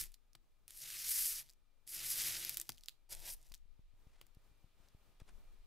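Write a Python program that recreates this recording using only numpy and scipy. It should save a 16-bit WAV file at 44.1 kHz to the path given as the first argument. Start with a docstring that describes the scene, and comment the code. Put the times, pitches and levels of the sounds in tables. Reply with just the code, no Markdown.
"""On a table in a quiet room, a lump of charcoal is dragged over heavy paper close to a stereo microphone.
Shaped noise and uneven jolts make the grit catching on the paper's tooth; decaying rings and noise bursts
make the snapping crumbs. Resonances hum as the table, and the stand sways at the bottom of hearing.
Later the lump is set down, swells of noise brush by as a hand slides off the sheet, and soft low pops,
single pushes of pressure, come in strong and weak turns."""
import sys
import numpy as np
from scipy import signal
from scipy.fft import rfft, irfft, next_fast_len
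from scipy.io import wavfile
from scipy.ndimage import uniform_filter1d, map_coordinates

SR = 44100
rng = np.random.default_rng(int(sys.argv[2]) if len(sys.argv) > 2 else 0)


def int16_out(signal):
    """Quantize to a 16-bit WAV file."""
    q = np.round(np.clip(np.atleast_2d(signal).T, -1, 1) * 32767)
    wavfile.write(sys.argv[1], SR, q.astype(np.int16))


N = 249606

# One curve for each stroke of the lump, from touch to lift: (t/s, hiss level/dB, grind level/dB)
STROKES = [
    [(0, -38.5, -54.5), (.035, -52.5, -61), (.06, -61.5, -73.5)],
    [(.685, -67, -73), (.79, -53.5, -69.5), (.84, -51.5, -55.5), (.92, -53.5, -59), (1.07, -43, -55),
     (1.12, -36, -53.5), (1.22, -39.5, -53), (1.275, -38, -54.5), (1.36, -48.5, -62), (1.39, -47, -57.5),
     (1.415, -53, -59)],
    [(1.869, -59.5, -72), (1.91, -53.5, -69.5), (1.95, -44.5, -56), (2.02, -49.5, -53.5), (2.11, -40, -54),
     (2.18, -41, -49.5), (2.3, -43, -48.5), (2.5, -52, -57.5), (2.545, -53.5, -63), (2.565, -65.5, -69),
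     (2.62, -58.5, -68)],
    [(3.094, -62.5, -74), (3.128, -44.5, -54.5), (3.15, -62.5, -66), (3.2, -62.5, -70.5),
     (3.25, -55.5, -60), (3.285, -47, -55), (3.34, -49.5, -69.5)],
]
# How each stroke couples to paper and table, and how the lump lingers after it:
# (sheet drone/dB, table hum/dB, lingering/s, hiss as it starts/dB, hiss as it ends/dB)
CONTACT = [(-80, -67.5, 0.072, -76, -82), (-77.5, -77, 0.091, -70, -82.5), (-73.5, -70, .3, -73.5, -86.5),
           (-66, -72, .2, -80, -80)]
# Lump and fingers knocking the table: (t/s, strength/dB)
KNOCKS = [(.06, -66.5), (0.351, -52.5), (2.693, -40), (3.518, -60), (4.213, -54.5), (5.201, -60),
          (5.23, -75)]
# Resonances of the table top: (f/Hz, width/Hz, level/dB)
TABLE = [(84, 4.3, -2), (131.5, 17, 1.5), (243, 7.9, -6.5), (333.9, 17.2, -4)]
# Stereo image of the paper sounds: (f/Hz, left-right likeness, 1 = identical)
ALIKE = [(130, .8), (330, 0.98), (640, 0.65), (2500, 1), (4500, 1), (6800, 1), (15000, 0.8)]


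def amp(db):
    """Decibels to a linear gain."""
    return 10 ** (np.asarray(db) / 20)


def unit(x):
    """Scale to an RMS of one."""
    return x / np.sqrt(np.mean(x ** 2) + 1e-20)


def along(points, hz):
    """Read (f/Hz, value) points on a log frequency axis."""
    f, values = np.transpose(points)
    return np.interp(np.log(hz + 1), np.log(f + 1), values)


def curves(rows):
    """One value per sample for each column after the time."""
    s, *columns = np.transpose(rows)
    t = np.arange(N) / SR
    return [np.interp(t, s, column) for column in columns]


def peaks(rows, floor_db):
    """Level in dB of (t/s, peak/dB, rise/dB per s, fall/dB per s) humps; the loudest wins."""
    t = np.arange(N) / SR
    humps = [db - np.where(t < s, (s - t) * rise, (t - s) * fall) for s, db, rise, fall in rows]
    return np.max(humps + [np.full(N, floor_db)], axis=0)


def wobble(rate):
    """A smooth random curve with rate knots a second."""
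    knots = rng.standard_normal(int(N * rate / SR) + 4)
    return map_coordinates(knots, [np.arange(N) * rate / SR])


def filtered(x, response):
    """Filter x by a complex response of frequency, with room for the ringing to end."""
    m = next_fast_len(N + SR // 2)
    return irfft(rfft(x, m) * response(np.fft.rfftfreq(m, 1 / SR)), m)[..., :N]


def coloured(x, colour):
    """Shape x by (f/Hz, gain/dB) points, then level it to an RMS of one."""
    return unit(filtered(x, lambda hz: amp(along(colour, hz))))


def ringing(modes):
    """Causal response of (f/Hz, width/Hz, level/dB) resonances, in alternating polarity."""
    def response(f):
        total = 0
        for k, (centre, width, db) in enumerate(modes):
            damping = 1j * f * width
            total = total + (-1) ** k * amp(db) * damping / (centre ** 2 - f ** 2 + damping)
        return total
    return response


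def spread(pair, alike):
    """Blend two unrelated signals as mid and side, so left and right get the given likeness."""
    def mid_side(hz):
        turn = np.arccos(np.clip(along(alike, hz), -1, 1)) / 2
        return np.array([np.cos(turn), np.sin(turn)])
    mid, side = filtered(pair, mid_side)
    return np.array([mid + side, mid - side])


def panned(db):
    """Left and right gains for a left-over-right difference in dB."""
    return amp(db * np.array([[.5], [-.5]]))


LIFT_S, LEAVE_S = .02, .022  # fall at the lift, fade as the lingering ends


def contact():
    """Levels of hiss, grind, drone and hum: a quick touch, the stroke, a lift, a faint lingering."""
    touch_s, off_db = .008, -105  # rise at the touch, level between strokes
    linger_grind_db = -3  # grind against hiss while the lump lingers
    rows = []
    for stroke, (*coupling, linger_s, start_db, end_db) in zip(STROKES, CONTACT):
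        lift = stroke[-1][0] + LIFT_S
        tail = [(lift, start_db), (lift + linger_s, end_db), (lift + linger_s + LEAVE_S, off_db)]
        line = [(stroke[0][0] - touch_s, off_db, off_db)]
        line += stroke
        line += [(s, db, db + linger_grind_db) for s, db in tail]
        rows += [(*row, *coupling) for row in line]
    hiss, grind, drone, hum = curves(rows)

    # dB per dB of hiss and of grind: slow, heavy contact drones most, always 8 dB or more under the hiss
    def follow(db, per_hiss, per_grind):
        return np.minimum(db + per_hiss * (hiss + 45) + per_grind * (grind + 55), hiss - 8)
    return hiss, grind, follow(drone, -.21, .81), follow(hum, -.53, 1)


def strokes():
    """Fine dust hisses; coarser grains catch as single jolts of very uneven size, in clumps."""
    # Dry, bright dust on the paper: (f/Hz, gain/dB)
    hiss_colour = [(5000, -47.5), (8000, -9), (12000, -2.5), (15700, -13.5)]
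    # Grains scratching, between dust and grind: (f/Hz, gain/dB)
    scratch_colour = [(3000, -36.5), (4400, -7.5), (5100, -4), (6300, -5.5), (7500, -7.5), (14000, -38)]
    # The lump's body grinding along: (f/Hz, gain/dB)
    grind_colour = [(700, -39.5), (1150, -13.5), (1900, -4), (2900, -2.5), (3900, -2), (9000, -34)]
    # Paper lifting off the table: (f/Hz, width/Hz, level/dB)
    sheet_modes = [(635, 250, 1.5), (965, 37, 1.5)]
    hiss_db, grind_db, drone_db, hum_db = contact()
    scratch_db = -1 + hiss_db + .39 * (grind_db - hiss_db)  # 39 % of the way from hiss to grind, less 1 dB

    clumps = amp(1.0 * wobble(35) + 1.1 * wobble(250))
    catches = rng.random(N) < .03 * amp(4 * wobble(30))  # chance per sample
    sizes = amp(np.minimum(4 * rng.exponential(size=N), 14))  # capped at 14 dB
    jolts = unit(catches * rng.choice([-1, 1], size=(2, N)) * sizes)
    coarse = amp(-7 - .4 * (np.clip(hiss_db, -70, -30) + 45))  # light, slow contact is grittier

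    paper = np.zeros((2, N))
    layers = (hiss_colour, hiss_db), (scratch_colour, scratch_db), (grind_colour, grind_db)
    for colour, db in layers:
        flutter = clumps * amp(.87 * wobble(50))
        grit = (rng.standard_normal((2, N)) + coarse * jolts) / np.sqrt(1 + coarse ** 2)
        paper += amp(db) * coloured(flutter * grit, colour)
    for modes, db in (sheet_modes, drone_db), (TABLE, hum_db):
        paper += amp(db) * unit(filtered(rng.standard_normal((2, N)), ringing(modes)))
    return spread(paper, ALIKE)


def crumbs():
    """Chance rows of small snaps after each lift, sinking with the lingering hiss."""
    per_s, over_hiss_db, centre_hz = 45, 25, 5500
    rows = []
    for stroke, (_, _, linger_s, start_db, end_db) in zip(STROKES, CONTACT):
        count = int(per_s * linger_s) + 1
        for u, size, pitch in rng.random((16, 3))[:count]:
            s = stroke[-1][0] + LIFT_S + u * (linger_s + LEAVE_S)
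            db = start_db + u * (end_db - start_db) + over_hiss_db + 10 * (size - .5)
            rows.append((s, db, centre_hz * 2 ** (pitch - .5)))  # half an octave either way
    return rows


def snaps():
    """A crumb breaks: one sharp jolt, a few cycles of ring and a burst of splinters."""
    # Crumbs snapping: (t/s, level/dB, ring f/Hz)
    snap_rows = [(0.012, -18, 12200), (0.039, -27.5, 10900), (0.1195, -46.5, 8650), (0.1423, -38.5, 4360),
                 (0.3325, -50, 5470), (0.353, -43.5, 4000), (0.6801, -35.5, 9200), (0.707, -32.5, 11300),
                 (1.2667, -23, 11800), (1.4896, -46, 4160), (1.4964, -43.5, 4700), (1.5014, -41.5, 4600),
                 (1.8763, -30.5, 9930), (2.179, -24, 10800), (2.449, -17.5, 11900), (2.4945, -17, 11900),
                 (2.5441, -24, 12200), (2.5714, -16, 11200), (2.581, -27.5, 13500), (2.5996, -21.5, 7300),
                 (2.6144, -23.5, 11620), (2.6919, -28.5, 4900), (2.6927, -20, 11900), (2.7022, -32, 5530),
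                 (2.7204, -37, 4670), (2.7812, -41.5, 3150), (2.8094, -46, 4780), (2.8362, -39, 4930),
                 (2.8597, -41, 5160), (2.8848, -24.5, 3880), (2.8937, -36.5, 3870), (3.1499, -29.5, 8600),
                 (3.521, -38.5, 4450), (3.5402, -35.5, 3480), (3.545, -35.5, 5500), (3.5503, -40, 4400),
                 (4.2142, -39, 2720), (4.2674, -49, 6900), (4.3486, -49.5, 12300), (4.8865, -52.5, 4800)]
    out = np.zeros((2, N + SR))
    t = np.arange(SR // 40) / SR
    for s, db, hz in snap_rows + crumbs():
        ring = np.sin(2 * np.pi * hz * t) * amp(-60 * t * hz / 9)  # falls 60 dB in nine cycles
        jolt = -.7 * amp(-60 * t * hz / 1.7)  # a duller crumb breaks more slowly
        noise = rng.standard_normal((3, len(t)))
        splinters = noise[0] + .31 * noise[1:]  # mostly shared by left and right
        crack = splinters * (.23 * amp(-60 * t / .0037) + .068 * amp(-60 * t / .033))
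        place = panned(rng.normal(0, 3.5))  # each crumb in its own place, scattered by 3.5 dB
        start = round(s * SR)
        out[:, start:start + len(t)] += amp(db) * place * (jolt + ring + crack)
    return filtered(out[:, :N], lambda f: (1j * f / (1500 + 1j * f)) ** 3)  # thins out below 1500 Hz


def rocking():
    """Strokes and knocks set the table rocking on its legs; it tips the two capsules in opposite ways."""
    mode = ringing([(47, 5, 0)])  # f/Hz, width/Hz, level/dB
    rub_db, blow_db = -3, 46.5  # rubbing against the table hum, blows against the knocks
    push = rng.standard_normal(N)
    push *= amp(contact()[3] + rub_db) / np.std(filtered(push, mode))
    for s, db in KNOCKS:
        push[round(s * SR)] += amp(db + blow_db)
    return filtered(push, mode) * [[1], [-1]]


def room():
    """Low rumble, hiss and two thin whines from filtered noise, over the slow sway of the stand."""
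    # Quiet air of the room: (t/s, rumble level/dB, hiss level/dB)
    air_rows = [(0, -82, -90.5), (3.3, -84.5, -89), (4.3, -78.5, -85), (5.66, -74, -81.5)]
    # Tone of the rumble: (f/Hz, gain/dB)
    rumble_colour = [(30, -16.5), (50, 2), (170, -12), (900, -17.5), (3000, -29.5)]
    # Tone of the room hiss: (f/Hz, gain/dB)
    fizz_colour = [(800, -7), (2500, 3.5), (4000, 3.5), (6000, -5), (13500, -14.5), (15700, -17)]
    # Faint narrow whines: (f/Hz, level against the hiss/dB)
    whine_rows = [(1238, -8.5), (2376, -10.5)]
    # The stand is nudged, then settles: (t/s, peak/dB, rise/dB per s, settling/dB per s)
    sway_rows = [(0, -41, 100, 171), (1.2, -61, 24.5, 25.5), (1.951, -63.5, 88.5, 3.5),
                 (3.15, -54.5, 182.5, 10), (5.351, -56, 54, 9.5)]

    def noise():
        return rng.standard_normal((2, N))
    rumble_db, hiss_db = curves(air_rows)
    rumble = amp(rumble_db + 2.3 * wobble(11)) * coloured(noise(), rumble_colour)
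    hiss = amp(hiss_db) * coloured(noise(), fizz_colour)
    whines = np.zeros((2, N))
    for hz, db in whine_rows:
        whines += amp(hiss_db + db) * unit(filtered(noise(), ringing([(hz, 14, 0)])))

    swing = ringing([(13.8, 7.4, -5.5), (25.0, 13, -3.5)])
    sway = filtered(filtered(noise(), swing), swing)
    sway /= np.sqrt(np.abs(uniform_filter1d(sway ** 2, size=SR // 6)))  # rocks evenly, cycle after cycle
    sway *= amp(peaks(sway_rows, -70))  # -70 dB at rest
    likeness = [(25, .17), (70, .61), (130, .45), (2500, .65), (12000, .13)]  # f/Hz, left-right likeness
    return spread(rumble + hiss + whines + sway, likeness)


def knocks():
    """A soft blow rings the table top and adds a short dull puff."""
    blows, puffs = np.zeros(N), np.zeros(N + SR)
    t = np.arange(SR // 20) / SR
    for s, db in KNOCKS:
        start = round(s * SR)
        blows[start] = amp(db)
        puffs[start:start + len(t)] += amp(db - 60 * t / .018) * rng.standard_normal(len(t))
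    thump = amp(33.5) * filtered(blows, ringing(TABLE))
    puff = filtered(puffs[:N], ringing([(890, 2800, 7.9)]))
    return (thump + puff) * panned(2)  # a little to the left


def pops():
    """Each pop is one push of pressure: it jumps up fast, holds and sinks back more slowly."""
    # Low pops: (t/s, level before a common 8 dB lift/dB)
    pop_rows = [(1.164, -71.5), (3.515, -65), (3.656, -74), (3.793, -59.5), (3.938, -70), (4.069, -58.5),
                (4.37, -58), (4.514, -68), (4.643, -59), (4.802, -67.5), (4.948, -57), (5.092, -67),
                (5.218, -53.5)]
    out = np.zeros(N + SR)
    t = np.arange(SR // 20) / SR
    push = (1 - np.exp(-t / .00067)) * np.exp(-(t / .0048) ** 3)
    for s, db in pop_rows:
        start = round(s * SR)
        out[start:start + len(t)] += amp(db + 8) * push
    return out[:N]


def slide():
    """Skin brushes the sheet: a soft wide rustle that swells and fades roundly."""
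    # Brushes of the hand: (peak t/s, peak/dB, rise/s, fall/s)
    brush_rows = [(4.19, -80, .2, 0.11), (4.86, -81, .08, 0.083), (5.202, -66.5, 0.0044, 0.023),
                  (5.29, -68.5, 0.03, .025)]
    span_db, roundness = 23, 2.6  # drop after one rise or fall time; 2 is rounded, more is flatter on top
    soft = [(300, -6), (1800, -7.5), (5000, -14), (11000, -20), (14000, -42.5)]  # f/Hz, gain/dB
    rustle = rng.standard_normal((2, N)) * amp(2.97 * wobble(150))
    t = np.arange(N) / SR
    swell = np.zeros(N)
    for s, db, rise, fall in brush_rows:
        away = np.abs((t - s) / np.where(t < s, rise, fall))
        swell += amp(db - span_db * away ** roundness)
    return swell * spread(coloured(rustle, soft), ALIKE)


def walls(x):
    """A short answer from the room: a decaying noise tail, 300 samples late."""
    t = np.arange(SR // 3) / SR
    tail = rng.standard_normal((2, len(t))) * amp(-60 * t / .21)  # falls 60 dB in 0.21 s
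    late = np.pad(x, ((0, 0), (300, 0)))
    return signal.fftconvolve(late, tail / np.linalg.norm(tail[0]), axes=1)[:, :N]


def scene():
    """The close sounds with their faint room answer, plus rocking, pops and room."""
    near = strokes() + snaps() + knocks() + slide()
    far = amp(-19) * walls(near)
    return near + far + rocking() + pops() + room()


def record(dry):
    """The left capsule is hotter at both ends and lags in bass and treble; the top thins out, then stops."""
    # Mismatch of the microphone pair: (f/Hz, left over right/dB, left lag/rad)
    pair_rows = [(59.7, 4.5, 0.28), (700, 1.5, 0), (4500, 0.2, 0.16), (10510, 0, 0.037), (13900, 1.5, 1)]
    edge_hz, slope_hz, top_hz = 15600, 250, 16700
    f, hotter_db, lag = np.transpose(pair_rows)
    half = np.array([[.5], [-.5]])  # each capsule takes half the mismatch

    def response(hz):
        pair = panned(np.interp(hz, f, hotter_db)) * np.exp(-1j * half * np.interp(hz, f, lag))
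        thin = amp(-30 * np.clip((hz - edge_hz) / slope_hz, 0, 1))
        return pair * thin * (hz < top_hz)
    return filtered(dry, response)


dry = scene()
out = record(dry)
int16_out(out)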